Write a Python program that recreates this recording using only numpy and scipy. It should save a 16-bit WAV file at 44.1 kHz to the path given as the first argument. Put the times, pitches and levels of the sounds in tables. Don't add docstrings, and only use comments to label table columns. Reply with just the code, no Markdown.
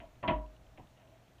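import sys
import numpy as np
from scipy import signal
from scipy.fft import irfft
from scipy.io import wavfile
from scipy.ndimage import uniform_filter1d

SR = 44100
rng = np.random.default_rng(int(sys.argv[2]) if len(sys.argv) > 2 else 0)


def int16_out(signal):
    q = np.round(np.clip(np.atleast_2d(signal).T, -1, 1) * 32767)
    wavfile.write(sys.argv[1], SR, q.astype(np.int16))


N = 61739

# (frequency [Hz], level [dB])
CLACK_SPECTRUM = [(20, -35.5), (200, 3), (1000, -0.5), (1300, -7.5), (1550, -4.5), (1900, 3), (2450, 1),
                  (3100, 0), (3700, -15), (4400, -21.5), (5000, -52), (5800, -32), (7500, -80.5),
                  (15000, -83.5)]


def amp(db):
    return 10 ** (np.asarray(db) / 20)


def unit(x):
    return x / np.sqrt(np.mean(x ** 2) + 1e-20)


def read(points, hz):
    f, value = np.transpose(points)
    return np.interp(np.log(hz + 1), np.log(f + 1), value)


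def add(mix, start_s, sound):
    part = mix[round(start_s * SR):][:len(sound)]
    part += sound[:len(part)]


def noise(gain):
    hz = np.fft.rfftfreq(N, 1 / SR)
    return unit(irfft(gain(hz) * np.exp(2j * np.pi * rng.random(len(hz))), N))


def coloured(spectrum):
    return noise(lambda f: amp(read(spectrum, f)))


def narrow(hz, width_hz):
    return noise(lambda f: 1 / (1 + ((f - hz) / width_hz * 1.14) ** 2))


def steady(x, size=900):
    power = uniform_filter1d(uniform_filter1d(x ** 2, size), size // 2)
    return x / np.sqrt(abs(power) + 1e-9)


def ventilation():
    # (frequency [Hz], level [dB])
    air_spectrum = [(15, -28.5), (45, -1), (80, -6.5), (120, -3.5), (160, -7.5), (280, -9.5), (450, -15),
                    (650, -12), (1000, -17.5), (1600, -21), (3200, -25.5), (4200, -28.5), (4900, -33),
                    (5500, -31), (6800, -31.5), (8000, -35.5), (10500, -39.5), (15000, -38)]
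    # (frequency [Hz], width [Hz], level [dB])
    hums = [(118.3, 5, -68.5), (663, 58, -73)]
    bands = signal.stft(coloured(air_spectrum), nperseg=512)[2]
    patches = uniform_filter1d(rng.standard_normal(bands.shape), size=8, axis=0)
    flicker_db = unit(uniform_filter1d(patches, size=8, axis=1))
    air = amp(-64) * signal.istft(bands * amp(flicker_db), nperseg=512)[1][:N]
    return air + sum(amp(db) * steady(narrow(hz, width), size=6000) for hz, width, db in hums)


def ticks(first_s=0.051, period_s=0.1023, length_s=0.007):
    out = np.zeros(N)
    window = np.hanning(round(length_s * SR))
    for k in range(14):
        blip = window * narrow(hz=3070, width_hz=500)[:len(window)]
        add(out, first_s + k * period_s, amp(-67.5) * blip)
    return out


def rumble():
    # (time [s], level [dB])
    fader = [(0, -55.5), (0.12, -64), (0.2, -60.5), (0.5, -91), (0.64, -61.5), (0.9, -65), (1.0, -79),
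             (1.25, -84), (1.4, -65)]
    level_db = np.interp(np.arange(N) / SR, *np.transpose(fader))
    return amp(level_db) * steady(narrow(hz=49.6, width_hz=36), size=4000)


def room_boom(hz=50.7, swell_s=0.083, t60=0.46):
    t = np.arange(N) / SR
    swell = np.sin(np.pi / 2 * np.minimum(t / swell_s, 1))
    return swell * amp(-26 - 60 * t / t60) * np.sin(2 * np.pi * hz * t)


def tile_tail(spectrum):
    # (frequency [Hz], t60 [s])
    room_t60 = [(80, 0.38), (260, 0.4), (700, 0.34), (1200, 0.31), (2000, 0.2), (3200, 0.21), (6000, 0.13)]
    hz, t, bands = signal.stft(steady(coloured(spectrum)), SR, nperseg=512, noverlap=384)
    decay = amp(-60 * t / read(room_t60, hz)[:, None])
    return signal.istft(bands * decay, SR, nperseg=512, noverlap=384)[1][:N]


def hand_rub(length_s, hiss_db, ring_db):
    sound = amp(hiss_db) * coloured(CLACK_SPECTRUM) + amp(ring_db) * narrow(hz=656.5, width_hz=55)
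    window = signal.windows.tukey(round(length_s * SR), 0.5)
    return window * sound[:len(window)]


def settle(db, tilt_db, rise_s=0.0013, t60=0.12):
    # (frequency [Hz], level [dB])
    push_spectrum = [(20, -53), (50, -17), (80, -8), (160, 3), (200, -7), (285, 5.5), (410, -15.5),
                     (750, -6), (1050, -12), (1400, -34.5), (4000, -61.5), (15000, -88)]
    t = np.arange(N) / SR
    push = noise(lambda f: amp(read(push_spectrum, f) + tilt_db * np.log2(f + 20)))
    return steady(push, size=600) * (1 - np.exp(-t / rise_s)) * amp(db - 60 * t / t60)


def ring(modes, free_s, mute_s=0.014):
    t = np.arange(N) / SR
    sound = np.zeros(N)
    for hz, db, t60, rise_s in modes:
        envelope = amp(db - 60 * t / t60) * (1 - np.exp(-t / rise_s))
        sound += envelope * np.sin(2 * np.pi * (hz * t + rng.random()))
    return sound * np.exp(-np.maximum(t - free_s, 0) / mute_s)


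def clack(contact_s, crack_t60=0.0073, clatter_t60=0.092):
    t = np.arange(N) / SR
    envelope = amp(5.5 - 60 * t / crack_t60) + amp(-4 - 60 * t / clatter_t60)
    direct = steady(coloured(CLACK_SPECTRUM), size=120) * envelope
    reflected = amp(-7.5) * tile_tail(CLACK_SPECTRUM)
    return (direct + reflected) * (1 - np.exp(-t / contact_s))


def knock(free_s, contact_s, thud_db, clack_db, seat_db, bowl_db):
    # (frequency [Hz], level [dB])
    thud_spectrum = [(20, -45.5), (50, -16.5), (75, -1.5), (160, -1.5), (300, -0.5), (420, -13), (620, 1),
                     (820, -5.5), (1080, -1), (1300, -18.5), (2000, -12.5), (5000, -68.5), (15000, -100)]
    # (frequency [Hz], level [dB], t60 [s], build-up [s])
    seat_modes = [(718.5, -8.5, .19, 0.0045), (749, -9.5, .13, 0.0017), (968.7, 9.5, .31, 0.047),
                  (987, 0.5, 0.37, 0.015), (1100, -4.5, 0.22, 0.026), (1120, -19.5, 0.06, 0.022),
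                  (1355, -11.5, 0.28, 0.015)]
    # (frequency [Hz], level [dB], t60 [s], build-up [s])
    bowl_modes = [(74.6, -12.5, 0.28, 0.0064), (125, -11.5, 0.23, 0.009), (159.6, -8.5, 0.28, 0.0071),
                  (236, 0.5, 0.15, 0.0034), (291, -6, 0.47, 0.0068), (313, -7, 0.32, 0.002),
                  (621, 4.5, 0.41, 0.027), (658.3, 2, 0.26, 0.004)]
    thud_rise_s, throb_hz = 0.0046, 7.07
    grip_s = 0.165
    t = np.arange(N) / SR
    thud = tile_tail(thud_spectrum) * (1 - np.exp(-t / thud_rise_s))
    impact = amp(thud_db) * thud + amp(clack_db) * clack(contact_s)
    throb = 1 + 0.68 * np.sin(2 * np.pi * throb_hz * t)
    seat = amp(seat_db) * ring(seat_modes, min(free_s, grip_s)) * throb
    bowl = amp(bowl_db) * ring(bowl_modes, free_s)
    bumper_lowpass = signal.butter(4, 5700, fs=SR, output="sos")
    return signal.sosfilt(bumper_lowpass, impact + seat + bowl)


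def scene():
    # (time [s], contact [s], thud [dB], clack [dB], seat ring [dB], bowl ring [dB])
    blows = [(0.002, 0.00033, -58.5, -53, -65.5, -57), (0.2281, 0.0033, -36, -42, -40, -52.5),
             (0.2768, 0.0019, -45, -31.5, -50.5, -40.5), (0.2802, 0.00054, -33, -28.5, -33.5, -32),
             (0.775, .001, -62, -55.5, -88, -69)]
    # (time [s], level [dB], tilt [dB/octave])
    pushes = [(0.234, -40, -1.5), (0.286, -31, -2.5), (0.308, -33, 1), (0.779, -50.5, -0.5),
              (0.795, -47, -1.5), (0.836, -59, -6)]
    # (time [s], length [s], hiss [dB], ring [dB])
    slides = [(0.005, 0.058, -94, -53), (0.949, 0.095, -71.5, -69), (0.998, 0.21, -78, -69.5)]
    out = ventilation() + ticks() + rumble()
    gaps_s = np.diff([blow[0] for blow in blows] + [N / SR])
    for (start_s, *blow), gap_s in zip(blows, gaps_s):
        add(out, start_s, knock(gap_s, *blow))
    for start_s, *push in pushes:
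        add(out, start_s, settle(*push))
    for start_s, *slide in slides:
        add(out, start_s, hand_rub(*slide))
    add(out, 0.316, room_boom())
    return out[None]


def record(dry, cutoff_hz=15300):
    taps = signal.firwin(511, cutoff_hz, window=("kaiser", 9), fs=SR)
    return signal.oaconvolve(dry, taps[None], "same")


dry = scene()
out = record(dry)
int16_out(out)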